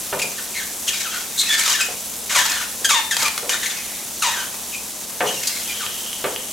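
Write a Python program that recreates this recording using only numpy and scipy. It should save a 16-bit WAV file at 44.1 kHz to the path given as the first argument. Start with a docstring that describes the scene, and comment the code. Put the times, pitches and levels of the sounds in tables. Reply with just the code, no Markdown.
"""Mushrooms on the griddle

Mushrooms fry on an electric griddle in a humming kitchen while a wooden spatula pushes them about.
Tiny bubbles keep the juice sizzling. Where a wet face meets hot metal, steam spurts out and makes
the flesh flutter and squeal. The spatula knocks dully on the plate, drops pop, and toward the end
one trapped drop chirrs and spits."""
import sys
import numpy as np
from scipy import signal
from scipy.fft import rfft, irfft
from scipy.io import wavfile

SR = 44100
rng = np.random.default_rng(int(sys.argv[2]) if len(sys.argv) > 2 else 0)


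def wav_out(sig):
    """Save sig, one row per channel (or a flat mono array), as 16-bit PCM at SR to the path in sys.argv[1]."""
    wavfile.write(sys.argv[1], SR, np.round(np.clip(np.atleast_2d(sig).T, -1, 1) * 32767).astype(np.int16))


N = 287840
TIME = np.arange(N) / SR
CUTOFF_HZ = 15850
USUAL_SQUEAL_DB = -20  # louder squeals turn brighter, softer ones duller


def from_db(db):
    """Decibels to gain."""
    return 10 ** (np.asarray(db) / 20)


def unit_power(x):
    """Scale to a power of 1."""
    return x / np.sqrt(np.mean(x ** 2) + 1e-20)


def at_hz(points, hz):
    """Read a curve on a log-frequency axis."""
    points_hz, values = np.transpose(points)
    return np.interp(np.log(hz), np.log(points_hz), values)


def add(out, start_s, sound):
    """Mix a sound in from start_s."""
    at = int(start_s * SR)
    out[..., at:at + sound.shape[-1]] += sound[..., :N - at]


def cut(x, hz, kind, order=2):
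    """Butterworth filter."""
    sos = signal.butter(order, np.clip(hz, 10, .45 * SR), kind, fs=SR, output="sos")
    return signal.sosfilt(sos, x + 1e-18)


def resonance(x, hz, width_hz):
    """Two-pole resonance with a gain of 1 at its peak."""
    r = np.exp(-np.pi * width_hz / SR)
    gain = (1 - r * r) / 2
    return signal.lfilter([gain, 0, -gain], [1, -2 * r * np.cos(2 * np.pi * hz / SR), r * r], x + 1e-18)


def split_bands(x, edges_hz):
    """Split a sound into bands, lowest first, that add up to it again."""
    below = [signal.sosfiltfilt(signal.butter(4, hz, fs=SR, output="sos"), x) for hz in edges_hz]
    return np.diff([0 * x, *below, x], axis=0)


def drift(per_s, size=N):
    """Random wander with a spread of 1 that changes course per_s times a second."""
    knots = rng.standard_normal(N // 4)
    return np.interp(np.arange(size) * per_s / SR, np.arange(len(knots)), knots) * np.sqrt(3 / 2)


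def swell(t, rise_s, length_s, attack_power=1, release_power=0.4):
    """Envelope that climbs to 1 in rise_s and is back at 0 by length_s."""
    attack = np.clip(t / rise_s, 0, 1)
    release = np.clip((length_s - t) / max(length_s - rise_s, 1e-3), 0, 1)
    return attack ** attack_power * release ** release_power


def grains(per_s, spread_db):
    """Two unrelated streams of tiny bursts of uneven size."""
    sizes = from_db(spread_db * np.minimum(rng.exponential(1, (2, N)), 4))
    return sizes * rng.standard_normal((2, N)) * (rng.random((2, N)) < per_s / SR)


def coloured(streams, spectrum):
    """Shape two noise streams into stereo of power 1, narrow in the mids and wide at both ends."""
    # how alike left and right are: frequency_hz, likeness (0 to 1)
    likeness = [(60, 0.38), (500, 0.83), (2000, 0.93), (8000, 0.71), (13000, 0.21)]
    hz = np.maximum(np.arange(N // 2 + 1) * SR / N, 1)
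    mid, side = rfft(streams) * from_db(at_hz(spectrum, hz))
    alike = at_hz(likeness, hz)
    return unit_power(irfft(np.sqrt(1 + alike) * mid + np.sqrt(1 - alike) * side * [[1], [-1]], N))


def sizzle(flicker_db=1.0):
    """Thousands of tiny bubbles burst each second in the juice; each size range flickers by itself."""
    # tone of the bursting bubbles: frequency_hz, level_db
    spectrum = [(1000, -10.5), (1700, -9), (2700, -7), (3600, -4.5), (5000, -5), (5800, -1), (7600, -0.5),
                (9000, -2), (10000, -1), (12500, -3), (14000, -4.5), (16000, -9.5)]
    # how hard the juice sizzles: time_s, level_db
    heat = [(0, -28.5), (2.1, -29), (4.1, -29), (5.1, -30.5), (5.6, -27), (6.53, -30)]
    fizz = coloured(grains(per_s=16000, spread_db=-2.0), spectrum)
    bands = split_bands(fizz, edges_hz=[3000, 5500, 8500, 12000])
    level = from_db(np.interp(TIME, *np.transpose(heat)))
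    return level * sum(band * from_db(flicker_db * drift(50)) for band in bands)


def kitchen(rush_db=-43.0, waver_rad=0.74):
    """The kitchen's appliances lay down a soft rush and a wavering hum."""
    # tone of the rush: frequency_hz, level_db
    spectrum = [(22, -27), (40, -37), (62, 1), (82, -7.5), (140, -5), (300, -2.5), (750, -2.5), (1100, -6),
                (1700, -21), (4000, -53)]
    # appliance hum: pitch_hz, level_db
    tones = [(206, -53), (242, -55)]
    rush = coloured(rng.standard_normal((2, N)), spectrum)
    hum = sum(from_db(db) * np.sqrt(2) * np.sin(2 * np.pi * hz * TIME + waver_rad * drift(20))
              for hz, db in tones)
    return from_db(rush_db) * rush + hum


def blow(lowpass_hz, boom_db, plate_db=-13, frame_t60_at_1khz_s=0.2, damping_power=0.81):
    """A soft blow rings the plate's main modes and the dense, quickly dying ones of its frame."""
    # tone of the frame's thud: frequency_hz, level_db
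    thud = [(150, -12), (310, -15), (420, 3.5), (750, -0.5), (1000, -1), (2000, -0.5), (3200, -1),
            (6000, -25)]
    # modes of the griddle plate: pitch_hz, level_db, t60_s
    modes = [(384, 1.5, 0.18), (484, 5.5, 0.13), (723, 10, 0.067), (1010, -20, 0.052)]
    t = np.arange(SR // 2) / SR
    edges_hz = np.geomspace(140, 6400, 12)
    frame = 0
    for low, high in zip(edges_hz, edges_hz[1:]):
        hz = np.sqrt(low * high)
        t60 = frame_t60_at_1khz_s * (1000 / hz) ** damping_power
        band = cut(rng.standard_normal(len(t)), [low, high], "band")
        frame = frame + band * from_db(at_hz(thud, hz) - 60 * t / t60)
    frame /= np.std(frame[:SR // 100])
    lowest, *upper = [from_db(db - 60 * t / t60) * np.sin(2 * np.pi * hz * t) for hz, db, t60 in modes]
    plate = from_db(boom_db) * lowest + sum(mode * rng.choice([-1, 1]) for mode in upper)
    return cut(frame + from_db(plate_db) * plate, lowpass_hz, "low")


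def knocks(rebound_s=0.00554, rebound_db=-4, rebound_brightness=0.33):
    """Spatula and mushrooms bump the plate; each bump lands a second time, weaker and duller."""
    # bumps: start_s, level_db, lowpass_hz (lower for a softer contact), boom_db (on the lowest mode)
    bumps = [(.126, -20.5, 2340, -0.5), (.238, -30, 900, -6), (1.885, -29.5, 900, -9), (2.81, -32, 700, 7),
             (3.427, -27.5, 905, -8), (5.205, -17.5, 3620, -13), (5.241, -23.5, 1200, -13),
             (6.241, -22, 3800, 11)]
    out = np.zeros(N)
    for start_s, db, lowpass_hz, boom_db in bumps:
        add(out, start_s, from_db(db) * blow(lowpass_hz, boom_db))
        rebound = blow(rebound_brightness * lowpass_hz, boom_db)
        add(out, start_s + rebound_s, from_db(db + rebound_db) * rebound)
    return out


def flutter(rise_s, length_s, first_hz, settled_hz, jitter, db_per_octave,
            glide_share=.23, shimmer=6, rolloff_hz=8000, rasp=9, rasp_hz=7000):
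    """Steam lifts the flesh off the plate in quick puffs; their rate glides as the contact settles."""
    t = np.arange(int(length_s * SR)) / SR
    pitch = settled_hz + (first_hz - settled_hz) * np.exp(-t / (glide_share * length_s))
    pitch *= 1 + jitter * (drift(1105.7, len(t)) + .5 * drift(152.4, len(t)))
    phase = 2 * np.pi * np.cumsum(pitch) / SR
    harmonics = np.arange(1, 10)[:, None]
    gains = from_db(db_per_octave * np.log2(harmonics)) / (1 + (harmonics * settled_hz / rolloff_hz) ** 4)
    puffs = (gains * (harmonics * pitch < CUTOFF_HZ) * np.sin(harmonics * phase)).sum(axis=0)
    puffs *= 1 + shimmer * jitter * drift(698, len(t))
    # every puff hisses above the pitch, the more so the rougher the flutter is
    hiss = rng.standard_normal(len(t)) * (1 + np.sin(phase))
    hiss = cut(cut(hiss, settled_hz, "high", order=4), rasp_hz, "low")
    return swell(t, rise_s, length_s) * unit_power(unit_power(puffs) + rasp * jitter * unit_power(hiss))


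def pressed_face(rise_s, length_s, hz, db, jitter, abrupt_below_s=0.041):
    """A wet face squeals, starting sharp and sagging to its pitch; abrupt and loud ones are brighter."""
    abruptness = 1 / (1 + (rise_s / abrupt_below_s) ** 2)
    sag_hz = 460.4 * (1500.5 / hz) ** .8  # low squeals sag further
    db_per_octave = -6 + 4 * abruptness + 0.3 * (db - USUAL_SQUEAL_DB)
    return from_db(db) * flutter(rise_s, length_s, hz + sag_hz, hz, jitter, db_per_octave)


def squeals(bite_hz=6700, hollow_hz=5100, width_hz=1300, colour_mix_db=-6):
    """The foreground squeals and whistles; like the steam, they have a hollow and a treble bite."""
    # wet faces pressed on the hot plate:
    # start_s, rise_s, length_s, settled_hz, level_db, jitter (share of the pitch)
    contacts = [ (0.187, 0.0057, 0.024, 2404, -23, .1), (0.216, .002, .025, 2398, -18, 0.044),
                (.38, 0.0049, 0.027, 1457, -29, 0.069), (0.528, 0.047, .065, 2158, -25, 0.068),
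                (0.582, 0.0064, 0.065, 1630, -29, 0.064), (0.874, 0.0071, 0.031, 2965, -18, 0.072),
                (1.043, .004, 0.062, 1276, -28.5, 0.048), (1.106, 0.041, 0.089, 1406, -27, 0.094),
                (1.371, 0.026, 0.055, 3990, -14, 0.059), (1.473, 0.032, 0.1, 1701, -19.5, .06),
                (1.64, .022, .1, 1081, -23, 0.093), (1.747, 0.0074, 0.021, 1658, -19.5, 0.034),
                (1.78, 0.02, .048, 1422, -21.5, .045), (1.805, 0.004, 0.033, 2510, -17.5, 0.031),
                (2.294, 0.0023, 0.061, 1554, -21, 0.16), (2.344, 0.0081, 0.059, 916, -15.5, .035),
                (2.371, 0.02, .062, 1642, -16.5, 0.041), (2.468, .053, 0.19, 1498, -26.5, 0.087),
                (2.843, 0.0073, 0.024, 1576, -11.5, 0.031), (2.89, .0015, 0.053, 1095, -15.5, 0.033),
                (2.916, 0.016, 0.089, 862, -18.5, 0.032), (3.109, .002, 0.032, 1610, -16.5, 0.035),
                (3.209, .04, 0.07, 1166, -24, 0.036), (3.503, .012, 0.063, 1650, -25, 0.0795),
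                (3.624, .01, 0.0324, 1720, -22.5, 0.06), (3.655, 0.0085, 0.019, 1970, -19, .05),
                (3.679, .02, 0.37, 2168, -37.5, 0.096), (4.219, 0.0048, .09, 870.6, -18, 0.0424),
                (4.323, 0.015, 0.13, 1501, -27.5, 0.043), (4.715, .03, 0.046, 2490, -27, 0.056),
                (5.26, 0.015, .045, 3025, -23, 0.062), (5.47, .003, 0.019, 4450, -15, 0.1),
                (5.682, 0.015, 0.047, 2315, -29, 0.022), (5.793, 0.015, 0.079, 1202, -28.5, 0.069)]
    # steam whistling cleanly through a narrow gap: start_s, length_s, pitch_hz, level_db
    whistles = [(1.488, 0.052, 3445, -18), (2.935, 0.077, 3590, -20), (3.245, 0.021, 2390, -20)]
    out = np.zeros(N)
    for start_s, *contact in contacts:
        add(out, start_s, pressed_face(*contact))
    for start_s, length_s, hz, db in whistles:
        whistle = flutter(.011, length_s, hz, hz, jitter=0.0048, db_per_octave=-22)
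        add(out, start_s, from_db(db) * whistle)
    colour = resonance(out, bite_hz, width_hz) - resonance(out, hollow_hz, width_hz)
    return out + from_db(colour_mix_db) * colour


def steam_flow():
    """Steam swells and dies away with each push: curves of its strength and of its splutter in dB."""
    # spatula pushes: start_s, rise_s, length_s, level_db, splutter_db (on the big, low bubbles)
    pushes = [(0.864, 0.014, 0.62, -28.5, -14), (1.35, 0.3, 0.67, -22.5, -6),
              (2.297, 0.048, 0.52, -24, 4.5), (2.885, 0.019, 0.21, -24.5, 1), (3.106, .15, 0.19, -22, 3.5),
              (3.492, 0.0046, 0.14, -22, 1), (3.6, 0.063, 0.29, -28, -5), (4.218, 0.017, 0.45, -29.5, 7.5),
              (5.238, 0.04, 1, -31, -19)]
    flow, splutter_db = np.zeros(N), np.zeros(N)
    for start_s, rise_s, length_s, db, push_splutter_db in pushes:
        flow += from_db(db) * swell(TIME - start_s, rise_s, length_s, attack_power=.87, release_power=1.46)
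        splutter_db[TIME >= start_s] = push_splutter_db
    return flow, splutter_db


def steam(flow, splutter_db, flicker_db=3.5, band_flicker_db=2, medium_share=0.23):
    """Wet faces spurt steam; a harder press splutters with bigger, lower bubbles."""
    # tone of the spurts: frequency_hz, level_db
    spectrum = [(450, -15), (900, -2), (1700, 3.5), (3000, 0), (5000, 1.5), (6800, 5), (9000, -2.5),
                (12500, -3.5), (16000, -15)]
    spurts = coloured(grains(per_s=8000, spread_db=-0.5), spectrum)
    bands = split_bands(spurts, edges_hz=[1200, 2000, 3200, 5000, 7500, 11000])
    big, medium, *small = [band * from_db(band_flicker_db * drift(90)) for band in bands]
    hiss = big * from_db(splutter_db) + medium * from_db(medium_share * splutter_db) + sum(small)
    return flow * from_db(flicker_db * drift(110)) * hiss


def faint_squeals(flow, per_s=18, low_hz=2003, high_hz=3796, over_flow_db=1.5):
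    """Jostled neighbours squeal too, at random moments and pitches, as strongly as the steam flows."""
    out = np.zeros(N)
    for slot, (when, height, span) in enumerate(rng.random((int(per_s * TIME[-1]), 3))):
        hz = low_hz * (high_hz / low_hz) ** height
        squeal = pressed_face(rise_s=.008, length_s=.0321 * (.5 + span), hz=hz,
                              db=USUAL_SQUEAL_DB, jitter=.018)
        add(out, (slot + when) / per_s, squeal)
    return from_db(over_flow_db - USUAL_SQUEAL_DB) * flow * out


def peeps(flow, count=420, over_flow_db=-5):
    """Small wet patches whistle for an instant while the steam flows, mostly falling in pitch."""
    out = np.zeros(N)
    for when, height, span, fall, strength in rng.random((count, 5)):
        start_s, length_s, end_hz = when * TIME[-1], .008 + .02 * span, 1700 * 5 ** height
        progress = np.linspace(0, 1, int(length_s * SR))
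        pitch = end_hz * (1 + .16 * (fall - .3) * (1 - progress))
        gain = flow[int(start_s * SR)] * from_db(over_flow_db) * 2 * strength
        add(out, start_s, gain * np.sin(np.pi * progress) * np.sin(2 * np.pi * np.cumsum(pitch) / SR))
    return out


def pops(decay_s=0.0032, band_hz=(900, 8500), trim_db=-2):
    """Drops burst, each with a sharp crack a few milliseconds long."""
    # bursting drops: start_s, level_db
    drops = [(1.595, -5), (1.678, -3), (1.811, -6), (3.167, -3.5), (3.281, -3), (3.378, -6), (3.4933, -2.5),
             (4.268, -10)]
    out, t = np.zeros(N), np.arange(SR // 50) / SR
    for start_s, db in drops:
        crack = cut(rng.standard_normal(len(t)) * np.exp(-t / decay_s), band_hz, "band")
        add(out, start_s, from_db(db + trim_db) * crack / np.abs(crack).max())
    return out


def chirr(start_s=5.64, rise_s=0.029, level_db=-35.5, fade_db_per_s=9,
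          pocket_hz=3080, width_hz=420, ticks_per_s=350, spit_decay_s=0.00072):
    """A drop under a mushroom ticks unevenly into one small steam pocket, spits and slowly dries up."""
    # spits that ping the pocket: start_s, peak_db
    spits = [(5.865, -9), (6.131, -13.5), (6.362, -8.5)]
    ticks = (rng.random(N) < ticks_per_s / SR) * rng.uniform(0.32, 1, N)
    pocket = resonance(resonance(ticks, pocket_hz, width_hz), pocket_hz, 2 * width_hz)
    age = np.maximum(TIME - start_s, 0)
    out = unit_power(pocket) * np.minimum(age / rise_s, 1) * from_db(level_db - fade_db_per_s * age)
    t = np.arange(SR // 50) / SR
    ping = np.exp(-t / spit_decay_s) * np.sin(2 * np.pi * pocket_hz * t)
    for spit_s, db in spits:
        add(out, spit_s, from_db(db) * ping)
    return out


def room(x, t60_s=0.44, wet_db=-4, wall_hz=5860, width=0.53, alike_below_hz=700):
    """Diffuse, slightly dull echoes of the nearby walls; long waves reach both channels alike."""
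    t = np.arange(SR // 2) / SR
    decay = from_db(-60 * t / t60_s) * (t > .002)
    mid, side = cut(rng.standard_normal((2, len(t))), wall_hz, "low", order=1) * decay
    echoes = mid + width * cut(side, alike_below_hz, "high", order=1) * [[1], [-1]]
    echoes /= np.sqrt(np.sum(echoes ** 2))
    return from_db(wet_db) * signal.fftconvolve(x[None], echoes, axes=1)[:, :N]


def scene(mushroom_pan_db=(0.7, -0.7), sizzle_pan_db=(0.16, -0.16)):
    """The mushrooms lie a little to the left; the sizzle comes from the whole plate."""
    flow, splutter_db = steam_flow()
    spurts, thuds = steam(flow, splutter_db), knocks()
    details = squeals() + faint_squeals(flow) + peeps(flow) + pops() + chirr()
    echoes = room(details + thuds + spurts.mean(axis=0))
    mushrooms = (details + spurts + echoes) * from_db(mushroom_pan_db)[:, None]
    juice = sizzle() * from_db(sizzle_pan_db)[:, None]
    return mushrooms + thuds + juice + kitchen()


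def record(dry, ceiling=1.24):
    """Soft clipping rounds the highest peaks, and a steep low-pass cuts the very top."""
    rounded = ceiling * np.tanh(dry / ceiling)
    return signal.sosfilt(signal.ellip(10, .2, 80, CUTOFF_HZ, fs=SR, output="sos"), rounded)


dry = scene()
out = record(dry)
wav_out(out)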